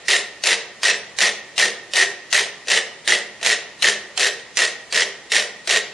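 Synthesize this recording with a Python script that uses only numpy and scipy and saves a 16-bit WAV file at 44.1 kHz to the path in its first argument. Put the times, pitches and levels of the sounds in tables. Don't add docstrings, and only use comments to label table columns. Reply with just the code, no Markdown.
import sys
import numpy as np
from scipy import signal
from scipy.io import wavfile

SR = 44100
rng = np.random.default_rng(int(sys.argv[2]) if len(sys.argv) > 2 else 0)


def elevation(decibels):
    levels = np.asarray(decibels, float)
    return 10 ** (levels / 20)


def transcribe(signal):
    frames = np.atleast_2d(signal).T
    limited = np.clip(frames, -1, 1)
    pcm = np.round(limited * 32767).astype(np.int16)
    wavfile.write(sys.argv[1], SR, pcm)


N = 261513
LEAD = 22050


def evened(x):
    return x / np.sqrt(np.mean(x ** 2) + 1e-20)


def read(points, hz):
    f, value = np.transpose(points)
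    return np.interp(np.log(hz + 1), np.log(f + 1), value)


def colour(x, points):
    log_gain = np.log(elevation(read(points, abs(np.fft.fftfreq(4096, 1 / SR)))))
    taps = np.fft.ifft(np.exp(np.conj(signal.hilbert(log_gain)))).real[:2048]
    taps = taps.reshape((1,) * (x.ndim - 1) + (-1,))
    return signal.oaconvolve(x, taps, axes=-1)[..., :x.shape[-1]]


# f/Hz, level per Hz/dB
AIR_COLOUR = [(20, -14), (50, -10), (90, -14.5), (140, -9), (300, -10), (450, -6), (1700, -14), (1870, 1.5),
              (2080, -9), (8000, -20), (11300, -33), (12500, -96.5)]


def air():
    return elevation(-44) * evened(colour(rng.standard_normal((2, N)), AIR_COLOUR))


def swings(leads, followers, rear, hollow_db):
    rear_units = 12
    wobble_ms, uneven_db, uneven_hollow_db = 1.2, 1.5, 1.5
    s, lead_db, spread, crowd_db, crowd_ring_db = np.transpose(leads)[:, :, None]
    first_ms, last_ms, rear_db, rear_ring_db = rear
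    slot = (np.arange(rear_units) + rng.random(rear_units)) / rear_units
    hidden = [(first_ms + (last_ms - first_ms) * u, 0, rear_db, rear_ring_db) for u in slot]
    lag_ms, drift, db, ring_db = np.transpose(followers + hidden)
    a, b, c = rng.standard_normal((3, len(leads), len(db)))
    late = (spread * (lag_ms + drift * (s - N / SR / 2)) + wobble_ms * a) / 1000
    crowd_level = db + crowd_db + uneven_db * b
    crowd_hollow = ring_db + crowd_ring_db + uneven_hollow_db * c
    crowd = np.reshape([s + late, crowd_level, crowd_hollow], (3, -1)).T
    leader = np.hstack([s, lead_db, 0 * s + hollow_db])
    return np.vstack([leader, crowd])


# t/s, crack level/dB, crowd's lag stretch (1 = usual),
# crowd level/dB, crowd's hollow ring/dB
LEADS_OUT = [
    (0.0826, -9.5, 1.055, .1, -3),
    (0.8318, -7, 1.055, -1.5, 0.4),
    (1.579, -9, 1.005, -0.75, -0.3),
    (2.3272, -7.5, 1.046, -0.9, -1.5),
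    (3.0756, -7, 0.99, -1, 0.4),
    (3.8228, -9, 1.01, -1.15, -0.1),
    (4.5707, -10.5, 1.04, -1.1, -0.3),
    (5.3181, -9.5, 1.044, -1.05, -0.7),
]
LEADS_BACK = [
    (0.437, -10, 0.97, -0.4, 0.2),
    (1.1866, -10, 0.97, -0.6, 0.6),
    (1.9351, -12, 0.93, 0, -0.5),
    (2.6825, -13.5, 0.96, -0.5, -0.5),
    (3.4284, -13, 1.025, -0.5, -1.3),
    (4.1758, -10.5, .99, -0.5, -1),
    (4.9248, -10.5, .99, -0.9, 0.5),
    (5.6738, -11.5, 0.99, -0.7, -0.4),
]
# lag/ms, lag drift/(ms per s), crack level/dB, hollow ring over crack/dB
CROWD_OUT = [(6.514, -0.54, -9.5, -8), (17.35, -.5, -10.5, 1), (20.77, -.3, -26.5, 22),
             (26.17, -.3, -12.5, -1.5), (33.1, -.2, -10, -11.5), (41, .3, -16.5, 1), (45.9, -.1, -11, 8),
             (52.2, -.1, -15, 6.5), (58.14, 0.061, -22, 12.5), (63.4, .2, -12, 4), (69.5, -.1, -21, 3.5),
             (74.85, -0.14, -15, -1.5), (88, -0.59, -24, -2), (96, .3, -19, -3.5), (103, -0.36, -20.5, 7),
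             (112, -.1, -25.5, -3), (121.7, -0.057, -28.5, -12), (131, -.1, -32, 1.5),
             (146, 0.14, -39.5, -12)]
CROWD_BACK = [(11.6, -.5, -21.5, 1.5), (19.45, -.2, -12.5, -2), (26.44, -.3, -14, 0), (33.38, .1, -8.5, -6),
              (38.8, -.2, -12, 2), (49.4, 0.26, -15, 7), (55.6, .5, -13, 3.5), (62.14, -.1, -13.5, -1),
              (71.3, .1, -13.5, 6), (78, 0.11, -17, 1), (85.4, -0.15, -13, 5), (90.2, .1, -19, -1.5),
              (96, 0.0052, -12, 1), (103, -.1, -22.5, 9.5), (109, -0.53, -23.5, -8.5), (118, 0.27, -32, -3),
              (131.5, 0.21, -27, -24), (149, 0.037, -36, -2.5), (152, 0.21, -38, -1.5)]
# first lag/ms, last lag/ms, crack level/dB, hollow ring/dB
REAR_ROWS_OUT = (10, 82, -18.5, 2)
REAR_ROWS_BACK = (24, 108, -18.5, 2.5)
# out/dB, back/dB
LEADER_HOLLOW = (-1.6, -7.5)
# t/s, crack level/dB, hollow ring over crack/dB
STRAY_TICKS = [
    (2.672, -27, -4),
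    (3.4125, -29, -6),
    (4.396, -34, 0),
    (.606, -32, 0),
]


def all_ticks():
    cycle_s = 0.749
    out = swings(LEADS_OUT, CROWD_OUT, REAR_ROWS_OUT, LEADER_HOLLOW[0])
    back = swings(LEADS_BACK, CROWD_BACK, REAR_ROWS_BACK, LEADER_HOLLOW[1])
    earlier = back[back[:, 0] < cycle_s] - [cycle_s, 0, 0]
    return np.vstack([out, back, earlier, STRAY_TICKS])


def escapement(t, leading):
    grains = elevation(2.2 * rng.standard_normal(len(t) // 10).repeat(10))
    rattle_db = -6 - 4 * leading
    snap = elevation(-0.5 - 60 * t / 0.0052)
    tail = elevation(-60 * t / 0.027)
    rattle = elevation(rattle_db - 60 * t / 0.16)
    rise = np.minimum(t / 0.0009, 1)
    return rng.standard_normal(len(t)) * grains * (snap + tail + rattle) * rise


def ring(modes, t, detune, vary_db, rise):
    hz, db, t60 = np.transpose(modes)[:, :, None]
    a, b, phase = rng.standard_normal((3, len(modes), 1))
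    level = elevation(db + vary_db * b - 60 * t / t60)
    waves = level * np.sin(2 * np.pi * hz * (1 + detune * a) * t + phase)
    return waves.sum(0) * (1 - np.exp(-t / rise))


# f/Hz, level/dB, t60/s
CASE_WALLS = [(2675, 0, 0.037), (2995, 0, 0.032), (3903, -0.5, 0.029), (5160, -25, 0.0033),
              (5796, -1, 0.036), (7100, -5.5, 0.0023), (8300, -47, 0.0021)]
# f/Hz, level/dB, t60/s
CASE_HOLLOW = [(1828, -2.5, 0.023), (1921, 1.5, 0.031), (1844.5, -8, 0.08), (2056, -3, 0.022),
               (2143, 3, 0.0032), (1580, -14.5, 0.025)]


def plastic_case(t, db, hollow_db):
    walls = elevation(db - 13.5) * ring(CASE_WALLS, t, detune=0.033, vary_db=5.5, rise=0.00026)
    hollow = elevation(db + hollow_db - 5.0) * ring(CASE_HOLLOW, t, detune=0.01, vary_db=1.5, rise=0.00071)
    return walls + hollow


# f/Hz, level/dB, t60/s
BOARD_MODES = [(370.2, 0, 0.079), (416.7, 0.5, 0.11), (484.4, 4, 0.086), (582.5, 5, 0.068),
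               (693.4, 8.5, 0.049), (902, 5, 0.031), (1130, 14, 0.011)]


def board_thump(t, db):
    return elevation(0.25 * db - 32.0) * ring(BOARD_MODES, t, detune=0.051, vary_db=3.5, rise=0.0063)


# f/Hz, level/dB
CRACK_TONE = [(150, -42.5), (300, -40), (600, -12), (1200, -10), (2300, -1.5), (3900, -2), (5500, -6),
              (8400, -9), (11300, -20.5), (12200, -52.5)]


def metronomes():
    crack, case, board = np.zeros((3, 2, N + LEAD + SR))
    t, slow = np.arange(1500) / SR, np.arange(3000) / SR
    leaders = [row[0] for row in LEADS_OUT + LEADS_BACK]
    for s, db, hollow_db in all_ticks():
        k = round(s * SR) + LEAD
        place = np.array([[1], [2 * rng.random() - 1]])
        crack[:, k:k + len(t)] += place * elevation(db) * escapement(t, s in leaders)
        case[:, k:k + len(t)] += place * plastic_case(t, db, hollow_db)
        board[:, k:k + len(slow)] += place * board_thump(slow, db)
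    return (elevation(2.5) * colour(crack, CRACK_TONE) + case + board)[:, :N + LEAD]


# f/Hz, level/dB, t60/s
SUPPORT_MODES = [(209, 0, .55), (224, -6, .4), (155, -4, .25)]


def supports(x):
    hz, db, t60 = np.transpose(SUPPORT_MODES)[:, :, None]
    t = np.arange(SR // 2) / SR
    hum = (elevation(db - 60 * t / t60) * np.sin(2 * np.pi * hz * t)).sum(0)
    return elevation(-45) * signal.fftconvolve(x, hum[None], axes=1)[:, :x.shape[1]]


# f/Hz, t60/s
ROOM_DECAY = [(150, 1), (400, 0.78), (1400, 0.58), (1860, 0.57), (2400, 0.51), (7000, 0.38), (11000, 0.37)]


def room(x):
    n, out = x.size, np.zeros((2, x.size))
    for turn in range(3):
        taps = np.zeros((2, SR))
        at = np.arange(200, SR - 20, 20) + rng.integers(0, 20, (2, (SR - 201) // 20))
        np.put_along_axis(taps, at, rng.choice([-1., 1.], at.shape), 1)
        hz, t, z = signal.stft(taps, SR, nperseg=256)
        decay = elevation(-60 * t / read(ROOM_DECAY, hz)[:, None])
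        tail = signal.istft(z * decay, SR, nperseg=256)[1]
        tail = tail / np.linalg.norm(tail[0])
        share = np.sqrt(2 / 3) * np.cos(np.pi * (np.arange(n) / SR / 1.1 + turn / 3))
        out += signal.fftconvolve(share[None] * x, tail, axes=1)[:, :n]
    return out


# f/Hz, level/dB
WIDTH = [(100, -6.5), (400, -14), (1200, -13), (2500, -8), (5000, -1.5), (10000, 1)]


def scene():
    direct = metronomes()
    direct = direct + supports(direct)
    ticks = direct * elevation([[0], [.5]]) + elevation(-9) * room(direct[0])
    both = ticks[:, LEAD:] + air()
    mid, side = both[0], colour(both[1], WIDTH)
    return np.array([0.91 * mid + side, mid - side])


def gap(x):
    notch = signal.butter(3, [7770, 8030], "band", fs=SR, output="sos")
    return x - .68 * signal.sosfiltfilt(notch, x)


# f/Hz, level/dB
ROUNDING_GRIT = [(300, -22), (1900, -17), (4000, -12), (9000, -10), (12000, -14)]
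# f/Hz, level/dB
LEAST_KEPT = [(300, -67), (3000, -68), (6000, -50), (9000, -47), (12000, -51)]
# f/Hz, level/dB
SIDE_LIMIT = [(150, -6), (500, -11), (1100, -30.5), (1550, -25), (1900, -10), (2400, -28), (3500, -30),
              (5500, -22), (9500, -23), (11500, -35.5)]


def camera_frames(mid, side):
    hz, t, z = signal.stft(np.array([mid, side]), SR, "cosine", nperseg=2048)
    band = np.floor(36 * np.log(1 + hz / 900)).astype(int)
    starts = np.flatnonzero(np.diff(band, prepend=-1))
    width = np.diff(starts, append=len(hz))[:, None]
    power = np.add.reduceat(abs(z) ** 2, starts, axis=1) / width
    level_db = 10 * np.log10(power + 1e-20)
    loud_db = 10 * np.log10((abs(z[0]) ** 2).sum(0) + 1e-20)
    lately_db = np.append(loud_db[:1], loud_db[:-1])
    fall = 125. * t
    held_db = np.maximum.accumulate(lately_db + fall) - fall
    whim = rng.standard_normal(power.shape)
    whim = evened(whim + np.roll(whim, 1, 2))
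    least_mid = held_db + read(LEAST_KEPT, hz[starts])[:, None] + 7.0 * whim[0]
    calm = lately_db + 6.5 * whim[1] < read(SIDE_LIMIT, hz[starts])[:, None]
    kept = np.array([level_db[0] > least_mid, calm & (level_db[1] > least_mid - 7.0)])
    a, b = rng.standard_normal((2,) + z.shape)
    grit = (a + 1j * b) * elevation(level_db[:, band] + read(ROUNDING_GRIT, hz)[:, None])
    return signal.istft((z + grit) * kept[:, band], SR, "cosine", nperseg=2048)[1][:, :N]


def band_limit(x):
    return signal.sosfilt(signal.butter(12, 12800, fs=SR, output="sos"), x)


def record(dry):
    x = np.tanh(dry)
    x = signal.sosfilt(signal.butter(2, 75, "high", fs=SR, output="sos"), x)
    lowpass = signal.firwin(511, 11700, window=("kaiser", 8), fs=SR)
    x = gap(signal.oaconvolve(x, lowpass[None], "same"))
    mid, side = gap(camera_frames((x[0] + x[1]) / 2, (x[0] - x[1]) / 2))
    return band_limit(np.array([mid + side, mid - side]))


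dry = scene()
out = record(dry)
transcribe(out)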